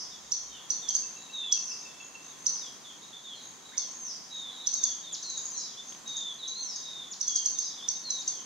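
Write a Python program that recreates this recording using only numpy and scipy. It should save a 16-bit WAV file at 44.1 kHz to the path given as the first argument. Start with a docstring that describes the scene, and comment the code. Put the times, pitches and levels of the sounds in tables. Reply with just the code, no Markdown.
"""A still forest on a stereo microphone, with a steady low hush and a blur of far birds throughout.
Slurred whistles and a thin trill start at middle distance, over a faint rumble that fades. Two near
birds trade sharp, arched chips that ring on among the trunks. A row of soft pips follows, and long
falling calls carry from deep in the trees. Later come a few dry ticks, one low rising call and, in
the second half, three whip-like notes close by."""
import sys
import numpy as np
from scipy import signal
from scipy.fft import rfft, irfft, next_fast_len
from scipy.io import wavfile

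SR = 44100
rng = np.random.default_rng(int(sys.argv[2]) if len(sys.argv) > 2 else 0)


def pcm_store(signal):
    """Save signal as 16-bit PCM."""
    levels = np.round(np.clip(np.atleast_2d(signal), -1, 1) * 32767)
    wavfile.write(sys.argv[1], SR, levels.astype(np.int16).T)


N = 372644
TIME = np.arange(N) / SR

# sharp chips near the microphone: time_s, level_db, bird
CHIPS = [(.3231, -24.5, "left"), (.7068, -24, "left"), (.8918, -25, "left"), (.9536, -22, "left"),
         (1.5266, -20.5, "left"), (2.4682, -22.5, "left"), (3.782, -24.5, "left"), (4.6739, -23.5, "left"),
         (4.742, -25, "left"), (4.8407, -21, "left"), (5.2305, -33.5, "right"), (5.302, -31.5, "right"),
         (5.3786, -30.5, "right"), (5.4568, -31.5, "right"), (5.5795, -31, "right"), (5.8872, -38, "right"),
         (6.0797, -35, "right"), (6.1696, -32, "right"), (6.4814, -33.5, "right"), (6.7611, -33, "right"),
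         (7.2139, -26, "left"), (7.2829, -24.5, "left"), (7.3612, -22.5, "right"), (7.462, -22.5, "left"),
         (7.591, -26, "left"), (7.8893, -24, "left"), (8.1074, -26, "left"), (8.2804, -24.5, "right")]
# the two chipping birds, by label: resting_top_hz, left_minus_right_db
CHIPPERS = {"left": (6140, -4), "right": (6300, 1.7)}


def from_db(db):
    """Decibels to gain."""
    return 10 ** (np.asarray(db) / 20)


def add(out, start_s, sound):
    """Mix a sound into a track from a given time on."""
    at = round(start_s * SR)
    first, last = max(at, 0), min(at + sound.shape[-1], N)
    if last > first:
        out[..., first:last] += sound[..., first - at:last - at]


def tone(hz):
    """A sine that follows a pitch curve."""
    return np.sin(2 * np.pi * np.cumsum(hz) / SR)


def wobble(size, per_s):
    """A random drift of spread about 1, gliding to a new value per_s times a second."""
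    knots = rng.standard_normal(int(size / SR * 1000) + 2)
    return np.interp(np.arange(size) / SR * per_s, np.arange(len(knots)), knots)


def stereo_noise(size, likeness):
    """White noise; likeness is the correlation between the channels."""
    mid, side = rng.standard_normal((2, size))
    alike = np.clip(likeness, 0, 1)
    return np.sqrt((1 + alike) / 2) * mid + np.sqrt((1 - alike) / 2) * side * np.array([[1], [-1]])


def coloured(spectrum, likeness, humps=()):
    """Stereo noise of rms 1 with a given spectrum."""
    size = next_fast_len(N, True)
    hz = np.maximum(np.fft.rfftfreq(size, 1 / SR), 1)
    points = np.array(spectrum)
    level_db = np.interp(np.log(hz), np.log(points[:, 0]), points[:, 1])
    for centre, width, hump_db in humps:
        level_db = level_db + hump_db / (1 + (2 * (hz - centre) / width) ** 2)
    noise = irfft(rfft(stereo_noise(size, likeness)) * from_db(level_db), size)[:, :N]
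    return noise / noise.std()


def forest(sound, wet_db, early_t60, late_t60, late_db, likeness, build_s=0.003):
    """Scatter from leaves and trunks: a quick near decay and a longer far one."""
    t = np.arange(SR) / SR
    decay = from_db(-60 * t / early_t60) + from_db(late_db - 60 * t / late_t60)
    decay *= 1 - np.exp(-t / build_s)
    response = stereo_noise(SR, likeness) * decay / np.sqrt(np.sum(decay ** 2))
    return from_db(wet_db) * signal.fftconvolve(sound[None], response, axes=1)[:, :N]


def slur(length_s, first_hz, middle_hz, last_hz, level_db, waver, edge, burr=0, buzz_hz=0, fade_db=0):
    """A note bent through three pitches; edge is the share spent on each ramp, burr roughens the end."""
    u = np.linspace(0, 1, max(round(length_s * SR), 10))
    hz = np.polyval(np.polyfit([0, .5, 1], [first_hz, middle_hz, last_hz], 2), u)
    buzz = buzz_hz * tone(250 * (1 + 0.106 * wobble(len(u), 56)))  # the syrinx flutters near 250 Hz
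    swell = np.sin(np.pi / 2 * np.clip(np.minimum(u, 1 - u) / edge, 0, 1))
    roughness = 1 + burr * u * wobble(len(u), 650)
    wavering_hz = hz * (1 + waver * wobble(len(u), 249.5))
    return from_db(level_db + fade_db * u ** 2) * swell * roughness * tone(wavering_hz + buzz)


def slurs(rows, **manner):
    """A track of slurred notes, each row led by its start time."""
    out = np.zeros(N)
    for start, *note in rows:
        add(out, start, slur(*note, **manner))
    return out


def hush(sway_db=0.9):
    """The low hush of the forest all round the microphone, swaying slightly in level."""
    # spectrum of the hush: frequency_hz, relative_db
    spectrum = [(25, -17), (60, -18.5), (95, -14), (135, -1), (220, 2), (320, -0.5), (620, -4), (1300, -4),
                (2400, -8.5), (5000, -10.5), (8500, -14.5), (15500, -27.5)]
    # humps on that spectrum: centre_hz, width_hz, boost_db
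    humps = [(756, 53, 4), (1031, 170, 6), (1850, 37, 5.5)]
    # its slow swell: time_s, level_db
    swell = [(0, -54.5), (.5, -53), (.92, -53), (1.3, -53.5), (2.3, -53), (2.7, -52), (3.2, -54.5),
             (3.6, -53.5), (8.45, -53.5)]
    level_db = np.interp(TIME, *np.transpose(swell)) + sway_db * wobble(N, 6.4)
    return from_db(level_db) * coloured(spectrum, likeness=0.35, humps=humps)


def far_chorus(level_db=-53, flutter_db=.8):
    """Many far birds blur into a band of high noise."""
    # spectrum of the blur: frequency_hz, relative_db
    spectrum = [(2700, -28), (3200, -7), (3700, -8.5), (4400, -9.5), (5500, -11.5), (6300, 1), (6800, -2.5),
                (7400, -10), (8400, -40)]
    return from_db(level_db + flutter_db * wobble(N, 16)) * coloured(spectrum, likeness=0.2)


def rumble():
    """A faint low rumble, strongest in the first second."""
    # spectrum of the rumble: frequency_hz, relative_db
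    spectrum = [(25, -25), (55, 5), (75, 4), (110, -8), (200, -27)]
    # its rise and fade: time_s, level_db
    swell = [(0, -75), (.5, -68), (.7, -83), (4, -79), (5, -93)]
    return from_db(np.interp(TIME, *np.transpose(swell))) * coloured(spectrum, likeness=0.25)


def far_birds(whistle_db=-55, twitter_db=-51, count=44):
    """Whistles and high twitters at random, too far off to arrive as anything but scatter."""
    notes = []
    for when, pitch, length, faintness in rng.random((count, 4)):
        start, hz = when * TIME[-1], 3550 + 650 * pitch
        notes.append((start, .05 + .1 * length, hz, .94 * hz, .86 * hz, whistle_db - 6 * faintness))
    for when, pitch, length, faintness in rng.random((2 * count, 4)):
        start, hz = when * TIME[-1], 6300 + 1100 * pitch
        notes.append((start, 0.03 + 0.026 * length, hz, hz, 0.79 * hz, twitter_db - 6 * faintness))
    song = slurs(notes, waver=0.007, edge=0.18)
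    return forest(song, wet_db=0, early_t60=.3, late_t60=.9, late_db=-20, likeness=.6)


def falling_calls(bend_hz=(6320, 5880, 4392), level_db=-32.5, direct_db=-11):
    """Calls from deep in the trees reach the microphone mostly as scatter, each by its own paths."""
    # long falling calls: start_s, length_s
    falls = [(-.13, 0.15), (1.61, 0.12), (2.495, 0.08), (3.983, 0.14), (5.494, .133), (6.561, 0.18),
             (7.526, 0.14)]
    out = np.zeros((2, N))
    for start, length in falls:
        call = slur(length, *bend_hz, level_db, waver=0.0131, edge=0.18, fade_db=-1.5)
        add(out, start, from_db(direct_db) * call)
        add(out, start, forest(call, wet_db=-1.9, early_t60=0.58, late_t60=1.44, late_db=-15,
                               likeness=0.31, build_s=0.01))
    return out


def whistle_notes(straight_fall_hz=580, bow_turn_hz=70, bow_share=.15, rise_hz=238, drop_hz=90):
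    """Falling and hooked whistles as notes that bend through three pitches."""
    # falling whistles: start_s, length_s, start_hz, fall_hz, level_db
    falling = [(0.104, 0.063, 3710, 420, -50.5), (0.488, .16, 3826, 622, -52), (0.5, 0.094, 3190, 463, -53),
               (0.818, 0.11, 3726, 598, -42), (1.16, .14, 3910, 170, -56), (1.322, 0.25, 3907, 641, -33.5),
               (2.605, 0.089, 3926, 691, -46), (2.842, 0.08, 3550, 450, -47.5),
               (3.235, 0.13, 3774, 626, -42.5), (3.342, 0.11, 4310, 633, -50),
               (3.608, 0.18, 3880, 210, -54.5), (3.789, 0.062, 3620, 444, -56),
               (4.298, 0.23, 3894, 512.2, -38.5), (4.502, 0.1, 3940, 263, -48), (4.596, .1, 3696, 478, -45),
               (4.742, 0.22, 3920, 633, -44.5), (4.921, .11, 3546, 428, -55), (5.024, .12, 3740, 448, -44),
               (5.228, .187, 4426, 692, -39), (5.529, 0.16, 4180, 328, -46), (5.66, 0.11, 3850, 743, -57),
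               (6.052, .295, 3815, 442.5, -35), (6.385, 0.087, 4150, 758, -41),
               (6.684, 0.17, 3870, 150, -51), (6.828, 0.25, 3820, 380.3, -40.5),
               (7.269, 0.18, 3393, 247, -42.5), (7.55, 0.036, 3780, 357, -45),
               (7.626, 0.14, 3920, 200, -49), (7.658, 0.099, 3650, 349.9, -54),
               (7.773, 0.049, 3716, 598, -44), (8.034, 0.19, 4396, 671, -36),
               (8.285, 0.13, 3710, 651, -53.5)]
    # hooked whistles that rise and tip over: start_s, length_s, top_hz, level_db
    hooked = [(3.014, .06, 3800, -51), (3.126, 0.049, 3580, -43.5), (4.58, 0.087, 3875, -42.5),
              (5.151, 0.0921, 3940, -48), (5.77, 0.045, 3550, -42), (6.417, 0.13, 3940, -37.5),
              (6.545, 0.1, 4220, -37), (7.822, 0.05, 3566, -38.5), (7.948, 0.032, 3800, -45)]
    notes = []
    for start, length, hz, fall, db in falling:
        # shallow falls drop late, deep ones early
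        bow_hz = bow_share * fall * np.tanh((straight_fall_hz - fall) / bow_turn_hz)
        notes.append((start, length, hz, hz - fall / 2 + bow_hz, hz - fall, db))
    for start, length, hz, db in hooked:
        notes.append((start, length, hz - rise_hz, hz, hz - drop_hz, db))
    return notes


def whistlers(near_db=-36, direct_slope=1.02, scatter_db=-39, scatter_slope=0.52):
    """Birds at middle distance: loud whistles are near and pure, faint ones are mostly echo."""
    notes = whistle_notes()
    direct_notes = [(*note, near_db + direct_slope * (db - near_db)) for *note, db in notes]
    direct = slurs(direct_notes, waver=.005, edge=.18, burr=.35, buzz_hz=55, fade_db=-1)
    add(direct, .042, from_db(-14) * direct)  # reflection from one trunk
    # scattered sound falls off more slowly with distance than direct sound does
    scattered_notes = [(*note, scatter_db + scatter_slope * (db - near_db)) for *note, db in notes]
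    scattered = slurs(scattered_notes, waver=0.0161, edge=0.088, burr=0.29, buzz_hz=95, fade_db=-3.5)
    echoes = forest(scattered, wet_db=-3, early_t60=.28, late_t60=.9, late_db=-26,
                    likeness=.82, build_s=.03)
    return direct * from_db([[-.5], [.5]]) + echoes


def trills(length_s=.12, strokes_per_s=55, sweep_hz=520, climb_hz=297):
    """Each trill is a run of tiny downstrokes that climbs and swells."""
    # thin trills some way off: start_s, pitch_hz, level_db
    runs = [(.25, 6650, -47), (.4, 6376, -44), (.71, 6500, -43), (1.125, 6480, -42.5), (1.31, 6220, -41),
            (1.75, 6130, -40), (1.985, 6500, -41), (2.22, 6200, -40), (2.38, 6200, -40), (2.95, 6450, -48),
            (3.41, 6370, -39.5), (3.89, 6400, -38), (4.32, 6470, -39.5), (5.83, 6200, -40),
            (6.28, 6120, -42)]
    song, u = np.zeros(N), np.linspace(0, 1, round(length_s * SR))
    stroke = (u * length_s * strokes_per_s) % 1
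    pulses = np.sin(np.pi * stroke) ** 4
    swell = np.sqrt(np.abs(np.sin(np.pi * u ** 1.2)))
    for start, pitch_hz, level_db in runs:
        hz = pitch_hz + climb_hz * u + sweep_hz * (1 - 2 * stroke)
        add(song, start, from_db(level_db) * swell * pulses * tone(hz))
    return song + forest(song, wet_db=-5.5, early_t60=0.37, late_t60=0.82, late_db=-14, likeness=0.14)


def chip_pitch(time_s, bird, excited_hz=342, calm_s=0.1596):
    """Every chip excites its bird, so the top pitch climbs in a quick run and settles in a pause."""
    excitement = sum(np.exp((earlier - time_s) / calm_s)
                     for earlier, _, who in CHIPS if who == bird and earlier < time_s)
    return CHIPPERS[bird][0] + excited_hz * excitement


def chips(lead_s_per_db=1e-5, waver=0.018, rasp_db=-36, stretch_spread=0.12):
    """Two near birds flick a whistle up to its top pitch, with a rasp, a squeak and a low afternote."""
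    # the quick upstroke: from_peak_s, pitch_ratio, relative_db
    upstroke = [(-.009, 0.43, -34), (-.0055, .77, -8), (-.003, .92, 2.5), (0, 1.0, 11), (.002, 1.02, -0.5),
                (.0045, 1.0, 5.5), (.007, 0.88, -61)]
    # the soft low note after it: from_peak_s, pitch_ratio, relative_db
    afternote = [(.005, .58, -26.5), (.009, .68, -18.5), (.012, .73, -5), (.015, .70, -20),
                 (.019, .64, -45)]
    # a faint squeak from the other side of the syrinx: from_peak_s, pitch_ratio, relative_db
    squeak = [(-.012, 0.97, -13), (-.008, 1.23, -18.5), (-.005, 1.36, -33), (.001, 1.12, -11.5),
              (.005, 1.2, -40), (.009, 1.5, -58)]
    out, t = np.zeros((2, N)), np.arange(-SR // 70, SR // 40) / SR
    rasp_band = signal.butter(2, [6600, 10500], "band", fs=SR, output="sos")
    for time_s, level_db, bird in CHIPS:
        top_hz, voice = chip_pitch(time_s, bird), 0
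        side_db = CHIPPERS[bird][1] / 2 * np.array([[1], [-1]])
        direct_db = min(0, 0.4 * (level_db + 19))  # faint chips are further off: less direct sound
        stretch = np.exp(stretch_spread * rng.uniform(-1.12, 1))  # no two chips last equally long
        for shape in upstroke, afternote, squeak:
            when, ratio, shape_db = np.transpose(shape)
            hz = top_hz * np.interp(t, when * stretch, ratio) * (1 + waver * wobble(len(t), 960))
            swell = from_db(level_db + np.interp(t, when * stretch, shape_db, left=-120, right=-120))
            rasp = from_db(rasp_db) * signal.sosfilt(rasp_band, rng.standard_normal(len(t)))
            # the chip reaches the louder side of the microphone first
            phase = 2 * np.pi * (np.cumsum(hz) / SR + hz * side_db * lead_s_per_db)
            add(out, time_s + t[0], swell * from_db(side_db + direct_db) * (np.sin(phase) + rasp))
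            # lower pitches are beamed less and absorbed less, so more comes back from the trees
            voice = voice + swell * (top_hz / hz) * (tone(hz) + rasp)
        # the birds hop about, so every chip is scattered along other paths
        echoes = forest(voice, wet_db=-2, early_t60=0.54, late_t60=1.9, late_db=-37, likeness=0.29)
        add(out, time_s + t[0], echoes)
    return out


def pips(count=9, first_s=1.041, gap_s=.130, slowing_s=.0027, hz=2685, length_s=.022, echo_s=0.0511):
    """Soft pips on one pitch, slowing and swelling, each with a faint echo and a smooth tail."""
    k = np.arange(count)
    centres_s = first_s + gap_s * k + slowing_s * k * (k - 1) / 2
    levels_db = np.linspace(-50, -42.5, count)
    notes = [(s - length_s / 2, length_s, hz, hz, hz, db) for s, db in zip(centres_s, levels_db)]
    song = slurs(notes, waver=.011, edge=.45)
    add(song, echo_s, from_db(-13) * song)
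    return song + forest(song, wet_db=0, early_t60=.6, late_t60=1.1, late_db=-18, likeness=.8)


def ticks():
    """Small hard contacts, like claws on bark, that die at once."""
    # dry ticks: start_s, level_db
    contacts = [(2.556, -44), (5.924, -35.5), (5.949, -40.5), (6.275, -44)]
    # what a tick rings with: pitch_hz, relative_db, t60_s
    modes = [(1100, -14, .012), (3300, 0, .014), (5600, -4, .006), (8500, -13, .004)]
    out, t = np.zeros(N), np.arange(SR // 30) / SR
    for start, level_db in contacts:
        for hz, mode_db, t60 in modes:
            add(out, start, from_db(level_db + mode_db - 60 * t / t60) * np.sin(2 * np.pi * hz * t))
    return out


def near_calls(whip_s=0.035, whip_hz=(7230, 6090, 2640)):
    """Close to the microphone, one whistle slides softly up and three whip steeply down."""
    # the low rising call: start_s, length_s, start_hz, middle_hz, end_hz, level_db
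    rises = [(3.718, 0.04, 1520, 1946, 2360, -53.5)]
    # whip-like downstrokes: start_s, level_db
    whips = [(5.124, -30.5), (7.11, -35), (8.197, -37)]
    whip_notes = [(start, whip_s, *whip_hz, db) for start, db in whips]
    song = slurs(whip_notes, waver=0.018, edge=0.28, fade_db=-6) + slurs(rises, waver=0.04, edge=0.14)
    return song + forest(song, wet_db=0, early_t60=0.32, late_t60=1.0, late_db=-9, likeness=.5)


def scene():
    """Birds near and far over the hush of the forest."""
    birds = chips() + whistlers() + near_calls() + falling_calls() + trills() + pips() + far_birds()
    return birds + ticks() + hush() + far_chorus() + rumble()


def record(dry, cutoff_hz=15750):
    """The highest treble is cut steeply."""
    return signal.sosfilt(signal.ellip(12, .1, 70, cutoff_hz, fs=SR, output="sos"), dry)


dry = scene()
out = record(dry)
pcm_store(out)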